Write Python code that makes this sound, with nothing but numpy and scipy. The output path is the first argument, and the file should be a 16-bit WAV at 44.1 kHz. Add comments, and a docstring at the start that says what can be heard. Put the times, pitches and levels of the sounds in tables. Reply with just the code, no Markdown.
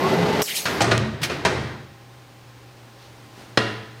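"""A film banding machine in a hard workshop, over a faint fan and room air. The film feed rumbles and
groans, then that sound cuts off abruptly; a valve snaps and air hisses out with a falling edge. The motor
starts to hum as the clamp and sealing arms travel and clack against the steel housing, with a relay tick
and one more puff of air. The machine idles while a pack of cards rustles in the hands and is knocked
down on its table."""
import sys
import numpy as np
from scipy import signal
from scipy.fft import rfft, irfft, next_fast_len
from scipy.io import wavfile
from scipy.ndimage import uniform_filter1d, map_coordinates

SR = 44100
rng = np.random.default_rng(int(sys.argv[2]) if len(sys.argv) > 2 else 0)


def transcribe(signal):
    """Save signal, clipped to [-1, 1], as a 16-bit WAV file at the path in sys.argv[1]."""
    frames = np.atleast_2d(signal).T
    limited = np.clip(frames, -1, 1)
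    pcm = np.round(limited * 32767).astype(np.int16)
    wavfile.write(sys.argv[1], SR, pcm)


N = 176400
TIME = np.arange(N) / SR


def amp(db):
    """Decibels to gain."""
    return 10 ** (np.asarray(db) / 20)


def unit(x):
    """Scale to rms 1."""
    return x / np.sqrt(np.mean(x ** 2) + 1e-20)


def along(points, hz):
    """Read a curve of (f/Hz, value) points on a log frequency axis."""
    f, v = np.transpose(points)
    return np.interp(np.log(hz + 1), np.log(f + 1), v)


def level(rows):
    """A fader ride through (t/s, level/dB) points, muted from 30 ms beyond either end."""
    s, db = np.transpose(rows)
    return amp(np.interp(TIME, s, db)) * (TIME > s[0] - .03) * (TIME < s[-1] + .03)


def add(out, s, x):
    """Mix x into out from time s."""
    i = round(s * SR)
    out[i:i + len(x)] += x[:len(out) - i]


def filtered(x, response):
    """EQ x with a gain given as a function of frequency."""
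    size = next_fast_len(len(x) + SR // 2)
    return irfft(rfft(x, size) * response(np.fft.rfftfreq(size, 1 / SR)), size)[:len(x)]


def noise(colour):
    """Noise of rms 1, coloured by (f/Hz, level/dB) points."""
    return unit(filtered(rng.standard_normal(N), lambda hz: amp(along(colour, hz))))


def wobble(rate):
    """A smooth random curve, rate knots a second."""
    knots = TIME * rate
    return map_coordinates(rng.standard_normal(int(knots[-1]) + 4), [knots])


def rings(rows, steady=0):
    """Resonances driven by noise; steady (0-1) evens out their swells."""
    hz, out = np.fft.fftfreq(N, 1 / SR), np.zeros(N)
    for centre, width, db in rows:
        band = np.fft.ifft(np.fft.fft(rng.standard_normal(N)) / (1 + (2 * (hz - centre) / width) ** 2))
        out += amp(db) * unit(band.real / np.abs(band) ** steady)
    return out


def swells(rows, width_hz=14):
    """Narrow resonances that each swell and fade once."""
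    return sum(rings([(hz, width_hz, db)], steady=0.8) * np.exp(-((TIME - s) / half) ** 2)
               for s, half, hz, db in rows)


def causal(gain, size=2048):
    """Minimum-phase impulse response of energy 1: an EQ with no ring ahead of the attack."""
    cepstrum = irfft(np.log(gain(np.fft.rfftfreq(size, 1 / SR)) + 1e-6))
    cepstrum[1:size // 2] *= 2
    cepstrum[size // 2 + 1:] = 0
    impulse = irfft(np.exp(rfft(cepstrum)))
    return impulse / np.linalg.norm(impulse)


def blow(colour, t60, snap, bass_db=0, treble_db=0):
    """A sharp contact and its dense, quickly dying rattle."""
    t = np.arange(SR // 4) / SR
    rattle = rng.standard_normal(len(t)) * amp(-60 * t / t60)
    rattle[0] = snap
    tilt = [(300, bass_db), (1200, 0), (2500, 0), (8000, treble_db)]
    return signal.fftconvolve(rattle, causal(lambda hz: amp(along(colour, hz) + along(tilt, hz))))


def ringing(modes, relative_width=.012):
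    """Struck steel, a little different at every blow; loose joints blur each mode's pitch."""
    t, out = np.arange(SR) / SR, np.zeros(SR)
    for hz, db, t60 in modes:
        drift = np.cumsum(rng.standard_normal(SR)) * np.sqrt(2 * np.pi * relative_width * hz / SR)
        phase = 2 * np.pi * (hz * t + rng.random()) + uniform_filter1d(drift, size=200)
        scatter_db = np.clip(rng.normal(0, 2.0), -2, 2)
        out += amp(db + scatter_db - 60 * t / t60) * np.sin(phase)
    return out * (1 - np.exp(-t / 0.0014))


def in_room(x, wet_db, build_s=0.0054):
    """x plus the reverb of the hard workshop, where the bass hangs longest."""
    decay = [(100, 1), (400, 0.65), (2000, 0.89), (4000, 0.82), (7000, 0.6), (12000, 0.74)]  # reverb time: f/Hz, t60/s
    hz, t, spectrum = signal.stft(rng.standard_normal(SR), SR, nperseg=256)
    tail = signal.istft(spectrum * amp(-60 * t / along(decay, hz)[:, None]), SR, nperseg=256)[1]
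    tail *= 1 - np.exp(-np.arange(len(tail)) / SR / build_s)
    reverb = signal.fftconvolve(x, tail / np.linalg.norm(tail))
    return np.pad(x, (0, len(tail) - 1)) + amp(wet_db) * reverb


def film_feed():
    """Film drags through its guides: a fluttering rumble, groans, a short squeak, a thin air whistle."""
    ride = [(0, -27.5), (.04, -26.5), (.1, -25), (.135, -24), (.18, -27.5), (.215, -25.5), (.27, -26),
            (.41, -24.5), (.424, -28.5), (.436, -48.5), (.62, -44), (.7, -44)]  # fader on rumble and resonances: t/s, level/dB
    colour = [(24, -49), (40, -50), (69, -16), (162, -4.5), (241, -6), (417, -10), (496, -7), (881, -8.5),
              (973, -13.5), (4350, -25.5), (7520, -37.5), (12100, -46.5), (15500, -56)]  # rumble EQ: f/Hz, level/dB
    resonances = [(166, 26, -18.5), (398, 91, -16.5), (885, 38, -26), (2007, 80, -25)]  # excited by the feed: f/Hz, width/Hz, relative level/dB
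    groans = [(.055, .025, 378, -22.5), (.137, .022, 382, -18.5), (.21, 0.058, 171.2, -21.5),
              (.25, 0.11, 420, -26), (.342, 0.027, 880, -27.5), (.405, 0.02, 424.5, -25)]  # one guide after another: t/s, half length/s, f/Hz, level/dB
    squeak_path = [(0.021, 1064, -34), (.045, 1072, -21), (.07, 1117, -22), (.1, 1120, -56)]  # rising squeak: t/s, f/Hz, level/dB
    whistle_band = [(11840, 600, -1.5)]  # air whistle: f/Hz, width/Hz, relative level/dB
    whistle_ride = [(0, -49), (.25, -55), (.42, -54)]  # its fader: t/s, level/dB
    rumble = amp(3.5) * noise(colour) * amp(0.69 * wobble(rate=72))
    body = rumble + amp(12.0) * rings(resonances, steady=0.44)
    s, hz, db = np.transpose(squeak_path)
    phase = 2 * np.pi * np.cumsum(np.interp(TIME, s, hz)) / SR
    squeak = np.sin(phase) * level(np.transpose([s, db]))
    return body * level(ride) + swells(groans) + squeak + rings(whistle_band) * level(whistle_ride)


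def background():
    """The bed under everything: fan tones, a thin drive whine and the air of the workshop."""
    fan = [(550.6, 11, -64), (795.6, 23, -61.5), (1057, 11, -66.5)]  # fan tones: f/Hz, width/Hz, level/dB
    whine = [(14940, 20, -69)]  # drive whine: f/Hz, width/Hz, level/dB
    air_colour = [(25, -11), (55, 0.5), (120, 8), (170, 2), (330, 5), (600, -1), (1000, -1.5), (2000, -5.5),
                  (4500, -10), (8000, -17), (12000, -24), (15500, -28)]  # room tone EQ: f/Hz, level/dB
    air_ride = [(0, -60), (1.7, -52), (2.1, -49.5), (2.7, -49), (3.33, -47.5), (3.4, -43), (3.48, -46),
                (3.56, -47), (3.65, -51), (4, -48)]  # room tone fader: t/s, level/dB
    return rings(fan, steady=0.74) + rings(whine, steady=1) + noise(air_colour) * level(air_ride)


def exhaust():
    """Escaping air rasps above a sliding, unsteady resonance that weakens as the pressure falls."""
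    ride = [(.414, -53), (.421, -23), (.426, -22.5), (.436, -28), (.475, -28.5), (.495, -26), (.54, -32),
            (.568, -21.5), (.6, -27), (.63, -32), (.67, -36.5), (.72, -40), (.8, -44)]  # hiss fader: t/s, level/dB
    edge = [(.425, 5650), (.44, 5900), (.468, 4280), (.484, 2200), (.53, 1820), (.565, 2370), (.585, 3220),
            (.64, 2080)]  # lowest resonance: t/s, f/Hz
    colour = [(300, -12), (2000, 1.5), (5000, -1.5), (9000, -7), (13000, -7), (15500, -13)]  # hiss EQ: f/Hz, level/dB
    width_octaves, jitter_octaves, fade_s = 0.075, 0.069, 0.076
    peak_db, below_edge_db, rasp_db = 8.5, -12.5, 3
    hz, t, spectrum = signal.stft(rng.standard_normal(N), SR, nperseg=256)
    octaves = np.log2((hz[:, None] + 1) / np.interp(t, *np.transpose(edge)))  # above the edge
    octaves += jitter_octaves * rng.standard_normal(len(t))
    pressure = np.exp(-np.maximum(t - edge[0][0], 0) / fade_s)
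    peak = peak_db * pressure * np.exp(-.5 * (octaves / width_octaves) ** 2)
    shelf = below_edge_db * np.clip(-octaves / .5, 0, 1)
    # Random patches in frequency and time roughen the hiss.
    patches = uniform_filter1d(rng.standard_normal(spectrum.shape), size=3, axis=0)
    patches = unit(uniform_filter1d(patches, size=9, axis=1))
    spectrum *= amp(peak + shelf + rasp_db * patches + along(colour, hz)[:, None])
    hiss = signal.istft(spectrum, SR, nperseg=256)[1][:N]
    return unit(hiss) * level(ride)


def valve_snaps():
    """The exhaust valve snaps open, then spits again within the hiss."""
    snaps = [(0.419, -16.5), (0.4243, -30), (0.566, -30)]  # valve hits: t/s, level/dB
    colour = [(300, -19), (2500, 5), (6000, 1), (9000, -27), (13000, 2), (15500, -6)]  # snap EQ: f/Hz, level/dB
    out = np.zeros(N)
    for s, db in snaps:
        add(out, s, amp(db) * blow(colour, t60=0.025, snap=1.9))
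    return out


def motor_hum():
    """The motor's low hum comes in with the arms and holds."""
    tone = [(119.46, 2.3, -50)]  # motor tone: f/Hz, width/Hz, level/dB
    ride = [(.62, -23), (.75, -0.5), (4, 1)]  # fader on that tone: t/s, level/dB
    return rings(tone, steady=1) * level(ride)


def arm_travel():
    """The swinging arms rumble along, make the frame boom and set a panel shuddering."""
    colour = [(40, -25), (90, 4.5), (380, 8.5), (600, 1.5), (1200, -1.5), (2000, -3), (2600, -9),
              (4500, -13), (8000, -27.5), (15000, -48)]  # rumble EQ: f/Hz, level/dB
    ride = [(.64, -56), (.69, -26.5), (.79, -25.5), (.9, -23), (1.04, -31.5), (1.1, -36), (1.19, -39.5),
            (1.32, -30), (1.43, -34.5), (1.52, -26.5), (1.6, -30), (1.7, -35), (1.8, -42), (2, -60)]  # rumble fader: t/s, level/dB
    frame_modes = [(83, 10, -9), (113.6, 1.9, -3.5), (138.7, 28, -1), (218, 10, -10)]  # frame resonances: f/Hz, width/Hz, relative level/dB
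    boom_ride = [(.68, -61), (.83, -43), (.91, -26), (1.03, -27.5), (1.07, -32), (1.14, -29), (1.19, -41),
                 (1.25, -41), (1.42, -42), (1.58, -28), (1.7, -37), (1.9, -47.5)]  # boom fader: t/s, level/dB
    shudders = [(1.022, 0.025, 215, -24), (1.075, 0.041, 220, -28), (1.228, 0.015, 152, -30)]  # panel swells: t/s, half length/s, f/Hz, level/dB
    rumble = noise(colour) * level(ride)
    boom = unit(rings(frame_modes, steady=0.67)) * level(boom_ride)
    return rumble + boom + swells(shudders)


def arm_clacks():
    """The arms hit their stops: each clack rattles and rings both the housing and the struck part."""
    # arm hits: t/s, level/dB, bass/dB, treble/dB, rattle t60/s, part f/Hz, part relative level/dB
    clacks = [(0.6551, -19, -6.5, 0.5, 0.23, 1510, -12), (0.8063, -13.5, 3, 1, 0.069, 807, 2),
              (0.8106, -26, -3, 10, .05, 335, 8), (.8165, -16, -2, 11, 0.086, 678, -2),
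              (.843, -20, 6, 5, 0.056, 695, -3), (0.9121, -16.5, 1.5, -2.5, 0.094, 468, -0.5),
              (0.917, -14, 2.5, -1, 0.088, 374, -1), (1.2979, -24, 2, -3, 0.24, 506, -5),
              (1.4504, -13.5, -3.5, 2, 0.12, 968, -1.5), (1.4559, -20, -2, -5, 0.094, 1820, -6)]
    colour = [(50, -34), (110, -25), (400, 9.5), (800, 1), (1700, 2), (3000, -2), (5500, -8), (8000, -16),
              (15000, -40.5)]  # clack EQ: f/Hz, level/dB
    housing = [(84.1, -4, 1), (115.9, 2, 0.99), (187, 7, 0.18), (262, -4, 0.28), (372.5, 2, 0.7),
               (468, -11, 0.17), (647, 2.5, 0.62), (1203, -2, 0.6), (1432, 4, 0.26), (1880, -4.5, 1),
               (2060, 1, 0.14), (2430, -3, 0.26), (3320, -14, 0.28), (4220, -2, 0.22), (4850, -11, .25)]  # steel housing modes: f/Hz, relative level/dB, t60/s
    housing_db, part_t60_s = -17, .12
    out = np.zeros(N)
    for s, db, bass_db, treble_db, t60, part_hz, part_db in clacks:
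        hit = blow(colour, t60, snap=2.5, bass_db=bass_db, treble_db=treble_db)
        add(out, s, amp(db) * in_room(hit, wet_db=-6.5))
        steel = amp(housing_db) * ringing(housing) + ringing([(part_hz, part_db, part_t60_s)])
        add(out, s, amp(db) * steel)
    return out


def relay():
    """A relay switches with a tight, nearly dry double tick."""
    ticks = [(0.9789, -16.5), (.998, -35)]  # relay contacts: t/s, level/dB
    colour = [(300, 1), (3000, 7.5), (8000, -1), (15000, -22)]  # tick EQ: f/Hz, level/dB
    out = np.zeros(N)
    for s, db in ticks:
        add(out, s, amp(db) * in_room(blow(colour, t60=0.0088, snap=5.5), wet_db=-26))
    return out


def air_puff():
    """A valve lets one short puff of air into the room."""
    colour = [(120, -29), (200, -2), (798, -8), (1380, 0.5), (3120, 0.5), (3610, -1), (4500, -3.5),
              (5010, -3.5), (15500, -21)]  # puff EQ: f/Hz, level/dB
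    ride = [(1.213, -62), (1.218, -30), (1.229, -32), (1.234, -19), (1.246, -22.5), (1.258, -28.5),
            (1.28, -43), (1.31, -70)]  # puff fader: t/s, level/dB
    return in_room(noise(colour) * level(ride), wet_db=-11.5)[:N]


def pack_rustle():
    """The cards shift in the hands: two soft, bright brushes."""
    rustles = [(2.488, .012, -60), (3.04, 0.055, -53)]  # card moves: t/s, half length/s, level/dB
    colour = [(500, -14), (2000, 4), (4500, 8), (7000, -4), (15000, -20)]  # rustle EQ: f/Hz, level/dB
    return noise(colour) * sum(amp(db) * np.exp(-((TIME - s) / half) ** 2) for s, half, db in rustles)


def pack_landing():
    """The pack lands edge after edge, milliseconds apart, and rings the table."""
    knocks = [(3.5734, -10.5), (3.5751, -8.5), (3.576, -13.5), (3.5771, -14.5), (3.5794, -15),
              (3.5845, -27), (3.589, -18.5)]  # edges landing: t/s, level/dB
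    colour = [(50, -26), (110, -5.5), (330, 8), (560, 5.5), (720, 5), (940, -3.5), (1200, 0.5), (1850, 2),
              (2400, -6), (2800, -3.5), (4100, -6), (5200, -11.5), (6300, -18), (9000, -25.5), (15000, -44)]  # knock EQ: f/Hz, level/dB
    table_modes = [(114, 0, 1.12), (182, -11, 0.33), (212.5, -1.5, 0.78), (315, -7.5, 0.93),
                   (437, -3.5, 0.88), (997, -5, 0.8), (1152, 8.5, 0.056), (1384, 0, 0.36), (1665, -7, 0.72),
                   (1910, -2, .45), (2760, -5.5, 0.65), (4090, 6.5, 0.07), (5120, 5.5, 0.063)]  # ring of the table: f/Hz, relative level/dB, t60/s
    out = np.zeros(N)
    for s, db in knocks:
        add(out, s, amp(db) * in_room(blow(colour, t60=0.029, snap=5.4), wet_db=-4.5))
    add(out, knocks[0][0], amp(-26) * ringing(table_modes))
    return out


def scene():
    """Machine cycle, cards and idling bed, mixed in mono."""
    cycle = film_feed() + valve_snaps() + exhaust() + air_puff() + arm_travel() + arm_clacks() + relay()
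    cards = pack_rustle() + pack_landing()
    return (cycle + cards + motor_hum() + background())[None]


def record(dry):
    """The recorder rounds off peaks, cuts a narrow notch in the treble and limits the band."""
    notch_hz, notch_width_hz, top_hz = 7450, 160, 15850
    rounded = dry[0] / (1 + np.abs(dry[0]) ** 6) ** (1 / 6)
    notched = signal.lfilter(*signal.iirnotch(notch_hz, notch_hz / notch_width_hz, SR), rounded)
    return filtered(notched, lambda hz: hz < top_hz)[None]


dry = scene()
out = record(dry)
transcribe(out)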